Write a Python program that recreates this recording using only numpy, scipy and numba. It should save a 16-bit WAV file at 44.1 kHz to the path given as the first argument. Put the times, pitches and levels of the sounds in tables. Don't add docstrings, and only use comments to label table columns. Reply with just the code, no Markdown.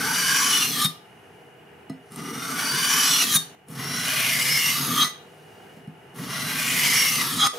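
import sys
import numpy as np
from scipy import signal
from scipy.fft import rfft, irfft, next_fast_len
from scipy.io import wavfile
from scipy.ndimage import uniform_filter1d
from numba import njit

SR = 44100
rng = np.random.default_rng(int(sys.argv[2]) if len(sys.argv) > 2 else 0)


def log_audio(samples):
    frames = np.atleast_2d(samples).T
    limited = np.clip(frames, -1, 1)
    pcm = np.round(limited * 32767).astype(np.int16)
    wavfile.write(sys.argv[1], SR, pcm)


N = 334278
TIME = np.arange(N) / SR


def undb(db):
    return 10 ** (np.asarray(db) / 20)


def unit(x):
    return x / np.sqrt(np.mean(x ** 2))


def ramp(t, start_s, length_s):
    return np.clip((t - start_s) / length_s, 0, 1)


def walk(count, rate):
    knots = np.arange(count) * rate / SR
    return unit(np.interp(knots, np.arange(count), rng.standard_normal(count)))


def steady(x):
    slow_power = uniform_filter1d(x ** 2, size=1765)
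    return x / np.sqrt(slow_power + 1e-18)


def colour(x, points):
    size = next_fast_len(x.shape[-1])
    hz, db = np.transpose(points)
    bins_hz = np.arange(size // 2 + 1) * SR / size
    gain = undb(np.interp(np.log(bins_hz + 1), np.log(hz), db))
    return irfft(rfft(x, size) * gain, size)[..., :x.shape[-1]]


@njit
def resonate(x, hz, width):
    out, band, low = np.empty(len(x)), 0., 0.
    for i in range(len(x)):
        g = np.tan(np.pi * hz[i] / SR)
        damping = width / hz[i]
        v = (band + g * (x[i] - low)) / (1 + g * (g + damping))
        band = 2 * v - band
        low = low + 2 * g * v
        out[i] = damping * v
    return out


def grit(count, grains_per_s=22000, spread_db=1.72, judder_db=0.66, judder_rate=170):
    hit = rng.random(count) < grains_per_s / SR
    size = undb(spread_db * np.minimum(rng.exponential(size=count), 5))
    judder = undb(judder_db * walk(count, judder_rate))
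    return hit * size * rng.standard_normal(count) * judder


def overtones(count=100, reach=0.036, width_hz=95, low_lift_db=5.5, high_lift_db=10.0,
              tip_lift_db=3.0, glide_hz=1200, tip_fall_hz=4500, scatter_hz=90):
    places, slopes, shifts = rng.uniform([0, -1, -1], 1, (count, 3)).T
    centres = np.linspace(3300, 14600, count) + scatter_hz * shifts
    near_tip = ramp(places, .7, 0.13)
    lifts = np.interp(centres, [4500, 8000], [low_lift_db, high_lift_db]) + tip_lift_db * near_tip
    glides = glide_hz * slopes - tip_fall_hz * near_tip * rng.random(count)
    return [(place, reach, hz, glide, width_hz, db)
            for place, hz, glide, db in zip(places, centres, glides, lifts)]


def scrape(place, face, hiss_db, direct_db):
    # pitch in Hz, level in dB.
    steel_colour = [(300, -41.5), (560, -11), (750, -9), (1100, -1.86), (2500, -0.74), (3800, -2),
                    (5200, 0), (6300, -0.3), (7400, -5.5), (8300, -4.5), (9900, 0), (12500, -3),
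                    (14500, -7), (16000, -14.8)]
    plucks = grit(len(place))
    steel = undb(direct_db) * plucks
    for best, reach, hz, glide, width, db in face:
        near = np.abs(place - best) < 3.5 * reach
        offset = place[near] - best
        swell = np.exp(-.5 * (offset / reach) ** 2)
        centre = np.clip(hz + glide * offset, 300, 15000)
        steel[near] += (undb(db) - 1) * resonate(plucks[near] * swell, centre, float(width))
    steel = colour(steel, steel_colour)
    body = signal.sosfiltfilt(signal.butter(6, 6800, fs=SR, output="sos"), steel)
    return steady(body) + undb(hiss_db) * steady(steel - body)


def catches(t):
    # middle in seconds, length in seconds,
    # change of the blade in dB, change of the bench in dB.
    moments = [(0.36, 0.16, 1.5, 0), (0.5, .06, 0, 0), (0.588, 0.04, -2, -4), (0.625, .025, 0, -3),
               (2.153, .04, -5, -7), (2.196, .04, 4.5, -0.5), (2.238, 0.043, 0, -6), (2.28, 0.072, 4, 1),
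               (2.394, 0.13, 0.5, -3.5), (2.596, 0.017, 4, -4), (2.91, 0.026, 2.5, -2),
               (3.223, .025, 3, -5), (3.713, 0.11, -10, -0.5), (3.816, 0.065, 0.5, 2),
               (4.224, 0.02, -1, -9), (4.307, 0.041, 0, 2.5), (4.442, 0.038, -4, -2),
               (4.63, 0.047, 0, -3.5), (4.817, 0.051, -1, 7), (4.91, 0.068, -1, 6),
               (4.977, 0.027, 3.5, 1.5), (6.17, 0.085, 1, 0.5), (6.345, 0.11, 4, -1), (6.854, 0.052, 3, 2),
               (7.217, 0.058, 2.5, 1)]
    return sum(np.outer(lifts, np.exp(-(2 * (t - s) / length_s) ** 2))
               for s, length_s, *lifts in moments)


def bench_rumble(count, wood, groan_db, eased):
    # pitch in Hz, level in dB.
    groan_colour = [(100, -38.5), (200, -11), (270, 3), (315, -8.5), (420, -16.5), (700, -35.5),
                    (2000, -59)]
    groan = undb(groan_db) * eased * steady(colour(grit(count), groan_colour))
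    return steady(colour(grit(count), wood)) + groan


def strokes():
    # touch in seconds, length in seconds, swell in seconds,
    # swell exponent, scrape level in dB, easing starts this many seconds before the end,
    # easing lasts in seconds, easing change in dB, holder's groan in dB relative to the rumble,
    # tip flare in dB, flare rises in seconds, flare holds in seconds, hiss in dB relative to the scrape,
    # the same in the flare, release in seconds, first and last place from heel 0 to tip 1,
    # lead at mid-stroke in edge lengths.
    passes = [(-.46, 1.32, 0.77, 1.7, -22.5, 0.22, 0.034, -7.5, -9.5, 5.9, 0.082, 0.026, -7.5, -2.5, 0.0067, 0.036, 0.97, -0.0088),
              (2.1, 1.269, 0.9, 1.77, -21.5, 0.13, 0.0073, -8, -14, 7.2, 0.071, 0.005, -7.5, 3.5, 0.0039, 0.0039, 0.96, -0.0066),
              (3.66, 1.3725, 0.64, 1.15, -23.5, 0.34, 0.16, -6.5, 0, 7.8, 0.07, 0.015, -7, -6.5, 0.025, 0.052, 0.95, 0.029),
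              (6.135, 1.337, 0.8, 1.38, -21.5, 0.42, 0.27, -10, -1, 7, 0.05, 0.058, -6.5, -6, 0.0032, 0.062, 0.99, 0.00059)]
    # place where strongest from heel 0 to tip 1,
    # reach in edge lengths, pitch there in Hz, glide in Hz per edge length, width in Hz, lift in dB.
    first_face = [(0.876, 0.026, 760, 760.5, 95, 9.5), (0.1, 0.21, 820, -510, 160, 16.5),
                  (0.424, 0.05, 894, 1900, 100, 13), (0.6, 0.044, 1070, 500, 80, 10),
                  (0.69, 0.12, 1170, 460.5, 55, 11), (0.96, 0.077, 1220, 61, 32, 17.5),
                  (0.12, 0.22, 1240, -170, 61, 19.5), (0.15, 0.21, 1240, 620, 90, 16.5),
                  (0.42, 0.14, 1520, 719.5, 100, 18), (0.47, 0.095, 2200, 699, 250, 4.5),
                  (0.636, 0.11, 1540, -690, 56, 12), (0.9, 0.026, 1850, -2360, 200, 11.5),
                  (0.26, 0.28, 1960, 424.5, 120, 6.5), (0.15, 0.17, 2010, 569, 34, 16.5),
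                  (0.52, 0.13, 2450, 412, 310, 8), (0.83, 0.039, 2776, -2500, 130, 17.5),
                  (0.18, 0.16, 2850, 499.5, 92, 13), (0.52, 0.07, 2960, 499, 89, 15.5),
                  (0.71, 0.08, 3020, -81, 62, 13), (0.91, 0.028, 3290, -970, 150, 12.5),
                  (0.777, 0.035, 3490, 0, 100, 12), (0.23, 0.05, 3620, 210, 76, 14),
                  (0.93, 0.054, 3830, -2080, 360, 12.5), (0.81, 0.05, 4130, -300, 120, 12.5),
                  (0.87, 0.035, 4300, -3500, 65, 12), (0.86, 0.049, 5150, -3500, 90, 9.5),
                  (0.87, 0.025, 3450, -3000, 63, 12.5), (0.49, 0.074, 4620, 599.5, 90, 16.5),
                  (0.46, 0.2, 5740, 99, 260, 9.5), (0.66, 0.063, 5830, -500, 300, 7),
                  (0.14, 0.065, 5750, -51, 120, 11.5), (0.806, 0.05, 5800, 930.5, 98, 13.5),
                  (0.65, 0.077, 7100, 369, 450, 8), (0.15, 0.33, 8400, 100.5, 250, 10.5),
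                  (0.16, 0.3, 9100, 719.5, 350, 8), (0.72, 0.085, 10540, 1314.5, 190, 13.5),
                  (0.57, 0.06, 8900, -1, 200, 8.5), (0.68, 0.14, 7600, -0.5, 400, 4.5),
                  (1, 0.037, 9000, 1, 230, 13.5)]
    second_face = [(0.19, 0.61, 705, -460, 132, 15.4), (0.32, 0.026, 800, 180.5, 170, 9.5),
                   (0.01, 0.11, 1100, 224, 730, 17.7), (0.83, 0.035, 964, -9, 74, 7.8),
                   (0.16, 0.41, 1160, 100, 154, 9.2), (0.895, 0.08, 1187, 199, 95, 16),
                   (0.33, 0.088, 1540, 679, 290, 14.2), (0.14, 0.13, 1930, 152, 110, 9),
                   (0.28, 0.129, 1990, 382, 80, 16), (0.9, 0.035, 1820, 1680, 340, 7.1),
                   (0.55, 0.11, 2100, -510, 220, 16.7), (0.686, 0.056, 2170, -1000, 73, 19.8),
                   (0.43, 0.072, 2490, 90, 180, 15.4), (0.74, 0.054, 2734, -530, 145, 18.6),
                   (0.24, 0.14, 2770, -400, 140, 13.6), (0.52, 0.16, 2900, 99, 190, 13.5),
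                   (0.89, 0.024, 3314, 754, 400, 11), (0.82, 0.075, 3800, -1710, 210, 9.2),
                   (0.14, 0.23, 3200, -360, 140, 8.4), (0.27, 0.067, 3930, 16, 66, 16),
                   (0.14, 0.12, 9750, 0, 340, 6.7), (0.63, 0.084, 4400, 269, 340, 5.5),
                   (0.626, 0.057, 5150, 3000, 300, 10), (0.26, 0.13, 5500, 700, 200, 9.5),
                   (0.796, 0.04, 4570, 0, 180, 8.1), (0.73, 0.026, 5640, 2500, 200, 13.3),
                   (0.64, 0.042, 7900, 230, 180, 4.1), (0.68, 0.12, 8700, 2230, 89, 3.3),
                   (0.855, 0.03, 12780, -1360, 300, 12)]
    # pitch in Hz, level in dB.
    first_bench = [(30, -35.5), (60, -41), (90, -15), (112, -18), (142, 1.5), (175, 1), (205, -4), (232, 1),
                   (278, 1), (325, -11.5), (375, -8.5), (470, -7.5), (600, -31.5), (1200, -42)]
    second_bench = [(30, -35), (60, -36), (88, -20.5), (108, -11), (135, 2.5), (168, 1.5), (205, -6.5),
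                    (232, -2), (272, -3), (322, -19.5), (375, -13), (470, -15), (600, -18), (1200, -47)]
    first_touch = 0.054
    land_s, bench_land_s = 0.047, 0.062
    skim_hiss_db, skim_s = 6.5, 0.1
    bare_db, bare_flare_db = -1, -3
    hiss_speed_db, eased_hiss_db = 2, -2.5
    rumble_db, rumble_speed_db, lean_db = -36, -3, 0.5
    waver_db, rumble_waver_db, waver_rate = 0.71, 1.85, 36

    blade, bench = np.zeros(N), np.zeros(N)
    grips = 2 * [(first_face, first_bench)] + 2 * [(second_face, second_bench)]
    for row, (face, wood) in zip(passes, grips):
        (touch, length, swell_s, power, db, ease_lead_s, ease_s, ease_db, groan_db,
         flare_db, rise_s, hold_s, grit_hiss_db, tip_hiss_db, release_s, first, last, lead) = row
        end = touch + length
        span = (TIME >= touch) & (TIME < end + 10 * release_s)
        t = TIME[span]
        progress = ramp(t, touch, length)
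        place = first + (last - first) * progress + lead * np.sin(np.pi * progress)
        speed = ramp(t, touch, swell_s)
        eased = ramp(t, end - ease_lead_s, ease_s)
        flare = ramp(t, end - hold_s - rise_s, rise_s)
        release = np.exp(-np.maximum(t - end, 0) / release_s)
        bite_db, shudder_db = catches(t)
        drive = ramp(t, touch, land_s) * (first_touch + (1 - first_touch) * speed ** power)
        blade_db = db + ease_db * eased + flare_db * flare + bite_db
        blade_db = blade_db + waver_db * walk(len(t), waver_rate)
        hiss_db = (1 - eased) * (grit_hiss_db + hiss_speed_db * speed)
        hiss_db = hiss_db + (eased - flare) * eased_hiss_db + flare * tip_hiss_db
        hiss_db = hiss_db - bite_db / 2
        skim_db = skim_hiss_db * (1 - ramp(t, touch, skim_s))
        direct_db = bare_db + bare_flare_db * flare
        steel = scrape(place, list(face) + overtones(), hiss_db + skim_db, direct_db)
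        blade[span] += drive * release * undb(blade_db) * steel
        bench_db = rumble_db + rumble_speed_db * speed + lean_db * eased + shudder_db
        bench_db = bench_db + rumble_waver_db * walk(len(t), waver_rate)
        rumble = bench_rumble(len(t), wood, groan_db, eased)
        bench[span] += ramp(t, touch, bench_land_s) * release * undb(bench_db) * rumble
    return blade, bench


def squeals(evenness=0.77):
    # peak in seconds, rise in seconds,
    # fall in seconds, pitch in Hz, glide in Hz per second, width in Hz, level in dB.
    squeal_rows = [(.03, 0.068, .08, 1544, 200, 70, -31), (.1, .04, 0.047, 908, 1300, 70, -32),
                   (.32, .1, .07, 1615, 0, 70, -29), (.32, 0.063, .05, 3000, 0, 100, -31.5),
                   (.4, .06, 0.037, 5880, 0.5, 250, -30), (0.547, .018, 0.018, 2955, 0, 70, -19.5),
                   (.625, .02, 0.015, 2780, -1500, 110, -26.5), (.745, .035, 0.02, 6070, -4000, 110, -37),
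                   (.755, .04, 0.04, 3280, -3000, 130, -35), (.825, .03, 0.017, 3480, 3002, 700, -35),
                   (.835, .05, 0.016, 1205, 2, 70, -26), (2.72, .06, 0.054, 4610, 502, 130, -31.5),
                   (3.15, .04, 0.036, 3440, -2000, 260, -28), (3.22, .025, .018, 2800, -6000, 130, -26.5),
                   (3.224, .03, 0.013, 1240, -1, 90, -33.5), (3.305, .025, 0.029, 3200, 998, 130, -31.5),
                   (3.335, .02, 0.022, 6300, 0, 130, -28.5), (3.355, .015, .012, 1700, 0, 200, -30),
                   (3.81, .025, 0.03, 1950, 0, 110, -40), (3.95, .13, 0.17, 5610, 700, 280, -37.5),
                   (4.24, .05, 0.05, 2460, 0, 320, -29), (4.3, 0.066, .04, 2140, 0, 100, -33),
                   (4.53, 0.028, 0.065, 5220, 0, 240, -25.5), (4.6, 0.064, .07, 2150, 0, 90, -34),
                   (4.66, .03, .03, 2760, 0, 110, -32.5), (4.92, 0.041, .04, 1227, 0, 90, -33.5),
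                   (5.005, .04, 0.031, 1232, 0, 100, -27), (5.018, .04, 0.017, 3244, 0, 150, -21.5),
                   (5.026, .025, 0.012, 3860, 1500, 320, -19.5), (6.991, .05, 0.062, 5620, 0, 200, -24),
                   (7.145, .035, 0.053, 6100, -5, 230, -31), (7.2, 0.078, .08, 1216, -4, 70, -39),
                   (7.212, .03, 0.018, 2005, -3, 130, -30.5), (7.428, .025, 0.029, 3310, -3, 220, -19.5),
                   (7.43, .04, 0.032, 3830, -2, 375, -25), (7.455, .03, 0.014, 810, 3, 70, -30.5),
                   (7.455, .045, 0.017, 1233, -5, 70, -18.5)]
    out = np.zeros(N)
    for s, rise_s, fall_s, hz, glide, width, db in squeal_rows:
        span = (TIME > s - 3 * rise_s) & (TIME < s + 3 * fall_s)
        t = TIME[span] - s
        centre = hz + glide * t
        plucks = grit(SR)[:len(t)]
        tone = resonate(resonate(plucks, centre, float(width)), centre, float(width))
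        swing = np.abs(signal.hilbert(unit(tone)))
        tone = tone / (swing + .3) ** np.clip(evenness, 0, 1)
        swell = np.exp(-(t / np.where(t < 0, rise_s, fall_s)) ** 2)
        out[span] += undb(db) * swell * steady(tone)
    return out


def reflections(x, db, delay_s=0.0055, size=4096):
    # pitch in Hz, level in dB.
    echo_colour = [(200, -5), (600, 7.5), (1300, 0.5), (4500, 0.5), (9000, 1), (13500, 7.5)]
    t = np.arange(size // 2) / SR
    padded, out = np.pad(x, (size, 2 * size)), np.zeros((2, N + 4 * size))
    fade = np.sin(np.pi * np.arange(2 * size) / (2 * size))
    for i in range(0, N + size, size):
        shape = t * np.exp(-2 * t / delay_s)
        response = unit(rng.standard_normal((2, len(t))) * shape) / np.sqrt(len(t))
        block = (fade * padded[i:i + 2 * size])[None]
        echo = signal.fftconvolve(block, colour(response, echo_colour), axes=1)
        out[:, i:i + echo.shape[1]] += echo
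    return undb(db) * out[:, size:size + N]


def room(x, early_db, late_db, t60, build_s=0.0035, treble_t60=0.27, treble_db=3, split_hz=6000):
    t = np.arange(SR // 2) / SR
    noise = rng.standard_normal((2, len(t)))
    low = signal.sosfiltfilt(signal.butter(2, split_hz, fs=SR, output="sos"), noise)
    tail = low * undb(-60 * t / t60) + (noise - low) * undb(treble_db - 60 * t / treble_t60)
    tail = tail * (1 - np.exp(-t / build_s))
    response = undb(late_db) * unit(tail) / np.sqrt(len(t))
    late = signal.fftconvolve(x[None], response, axes=1)[:, :N]
    return x + reflections(x, early_db) + late


def rush(level_db=-50.5, side_db=-4, bass_side_db=-14, waver_db=1.46):
    # pitch in Hz, level in dB.
    rush_colour = [(25, -26), (50, -22), (90, -3), (150, 3), (270, -3), (430, 1.5), (540, -1.5), (750, -1),
                   (1100, -11.5), (1500, -8), (2400, -12), (2740, -10.5), (2880, -3), (3100, -17.5),
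                   (3500, -23.5), (4200, -28), (7500, -31.5), (10000, -29), (15500, -34)]
    mid, side = (unit(colour(rng.standard_normal(N), rush_colour)) for _ in range(2))
    side = colour(side, [(200, bass_side_db), (600, side_db)])
    level = undb(level_db + waver_db * walk(N, 3.9))
    return level * (mid + side * np.array([[1], [-1]]))


def hum(drift_hz=3.46, waver_db=2.5):
    # pitch in Hz, rms level in dB.
    hum_tones = [(151, -66), (403.7, -60), (473.7, -65.5), (748, -67), (866.7, -67)]
    out = np.zeros(N)
    for hz, db in hum_tones:
        level = undb(db + waver_db * walk(N, 7)) * np.sqrt(2)
        phase = 2 * np.pi * np.cumsum(hz + drift_hz * walk(N, 11)) / SR
        out += level * np.sin(phase)
    return out


def ring(modes, t):
    return sum(undb(db - 60 * t / t60) * np.sin(2 * np.pi * hz * t) for hz, db, t60 in modes)


def blade_ring(place, t, split=.006, twin_db=-6):
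    # pitch in Hz, level in dB struck at the heel,
    # level in dB struck at the tip, time to fall by 60 dB in seconds.
    blade_modes = [(1237, 1, -26, 0.13), (1980, -3.5, -28, 0.38), (3280, -20, -23.5, 0.25),
                   (3700, -27, 4, 0.15), (4080, -11, -18.5, 0.18), (4200, -9, -20, 0.14),
                   (4460, -21, -13, 0.28), (5150, -6, -27, .11), (5240, -11, -23, 0.23),
                   (6550, -15, -25, 0.24), (7780, -25, -22.5, 0.18), (8380, -22.5, -14, 0.23),
                   (8900, -26, -15, 0.16), (9560, -19, -23.5, .27)]
    modes = [(hz, heel + place * (tip - heel), t60) for hz, heel, tip, t60 in blade_modes]
    twins = [(hz * (1 + split * rng.standard_normal()), db + twin_db, t60) for hz, db, t60 in modes]
    return ring(modes + twins, t)


def knocks(tick_s=0.0025, lowest_hz=128, cutoff_fade_s=.025):
    # start in seconds, thump in dB,
    # blade ring in dB, tick in dB, contact length in seconds, place from heel 0 to tip 1,
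    # seconds until the ring is cut short.
    knock_rows = [(0.846, -17, -23, -15.5, 0.0048, 0.96, 0.053), (.863, -49, -45, -33, .003, 0.36, .02),
                  (1.897, -40, -46.5, -47, 0.0004, 0.085, .1), (1.9, -29.5, -66, -49, 0.0005, 0.51, .1),
                  (2.12, -41, -64, -43, 0.0032, 0, .02), (2.16, -48, -50, -31, 0.003, .1, .02),
                  (3.351, -19, -44, -36, 0.0047, 0.99, .02), (3.361, -50, -22, -18, 0.0035, 1, .19),
                  (3.685, -46, -58, -42, .0021, 0.24, .02), (5.046, -37, -23.5, -30, 0.0033, 0.26, 0.17),
                  (5.769, -38.5, -65, -60, 0.0035, .3, .1), (5.874, -27, -64, -60, 0.0044, 0.23, .1),
                  (7.461, -40, -24.5, -35, 0.0024, 0.36, 0.055)]
    # pitch in Hz, level in dB, time to fall by 60 dB in seconds.
    bench_modes = [(120, -26, .1), (161, -3, 0.22), (205, 5.5, 0.077), (262, 0, 0.23), (450, -11.5, .06),
                   (668, -14.5, .16), (1206, -20, .066)]
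    # pitch in Hz, level in dB.
    tick_colour = [(80, -28), (200, -11), (600, -0.5), (1400, 0), (3000, -4), (6000, -4.5), (10000, 10),
                   (15000, -10.5)]
    blade, bench = np.zeros(N), np.zeros(N)
    for s, thump_db, ring_db, tick_db, contact_s, place, free_s in knock_rows:
        span = (TIME >= s) & (TIME < s + .5)
        t = TIME[span] - s
        push = np.sin(np.pi * t[t < contact_s] / contact_s)
        thump = np.convolve(ring(bench_modes, t), push / push.sum())[:len(t)]
        bench[span] += undb(thump_db) * thump
        tick = np.exp(-t / tick_s) * colour(rng.standard_normal(len(t)), tick_colour)
        cutoff = np.exp(-np.maximum(t - free_s, 0) / cutoff_fade_s)
        blade[span] += undb(ring_db) * cutoff * blade_ring(place, t) + undb(tick_db) * tick
    return blade, signal.sosfilt(signal.butter(5, lowest_hz, "high", fs=SR, output="sos"), bench)


def hand_friction(rows, points):
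    level = np.zeros(N)
    for s, length_s, fade_s, db in rows:
        fade_out = 1 - ramp(TIME, s + length_s - fade_s, fade_s)
        level += undb(db) * ramp(TIME, s, fade_s) * fade_out
    return level * unit(colour(grit(N), points))


def skin_hiss():
    # start in seconds, length in seconds, fade in seconds, level in dB.
    skin_rows = [(.9, 0.71, 0.17, -70.5), (1.98, 0.27, 0.11, -63), (5.15, 0.78, 0.18, -67.5),
                 (5.8, 0.77, 0.32, -70)]
    # pitch in Hz, level in dB.
    skin_colour = [(1500, -1), (3800, -1), (6300, 2), (7600, -9), (9800, 5), (11800, -2), (12500, -20),
                   (16000, -35)]
    return hand_friction(skin_rows, skin_colour)


def dull_rub():
    # start in seconds, length in seconds, fade in seconds, level in dB.
    rub_rows = [(5.15, 0.7, 0.077, -56.5), (7.531, .1, .006, -35.5)]
    # pitch in Hz, level in dB.
    rub_colour = [(150, -42), (300, -17), (450, -2.5), (600, -1.5), (850, -17), (1400, -23), (4000, -24),
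                  (15000, -33)]
    return hand_friction(rub_rows, rub_colour)


def lull(start_s=3.551, end_s=3.67, depth_db=-7, fall_s=0.0042, return_s=0.027):
    return undb(depth_db * (ramp(TIME, start_s, fall_s) - ramp(TIME, end_s, return_s)))


def scene(pan_db=0.5):
    scraping, rumble = strokes()
    rings, thumps = knocks()
    hands = dull_rub() + skin_hiss()
    blade = room(scraping + squeals() + hands, early_db=-8.5, late_db=-9, t60=0.39)
    blade = blade + room(rings, early_db=-10.5, late_db=-14.5, t60=0.29)
    bench = room(rumble + thumps, early_db=-16, late_db=-16.0, t60=.35)
    pan = undb(np.array([[pan_db], [-pan_db]]) / 2)
    return lull() * (blade * pan + bench + rush() + hum())


def record(dry, ceiling=0.49, top_hz=15600):
    # pitch in Hz, width in Hz.
    dips = [(565, 89), (2675, 120)]
    for hz, width in dips:
        dry = signal.lfilter(*signal.iirnotch(hz, hz / width, fs=SR), dry)
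    dry = ceiling * np.tanh(dry / ceiling)
    return signal.sosfilt(signal.ellip(10, .2, 80, top_hz, fs=SR, output="sos"), dry)


dry = scene()
out = record(dry)
log_audio(out)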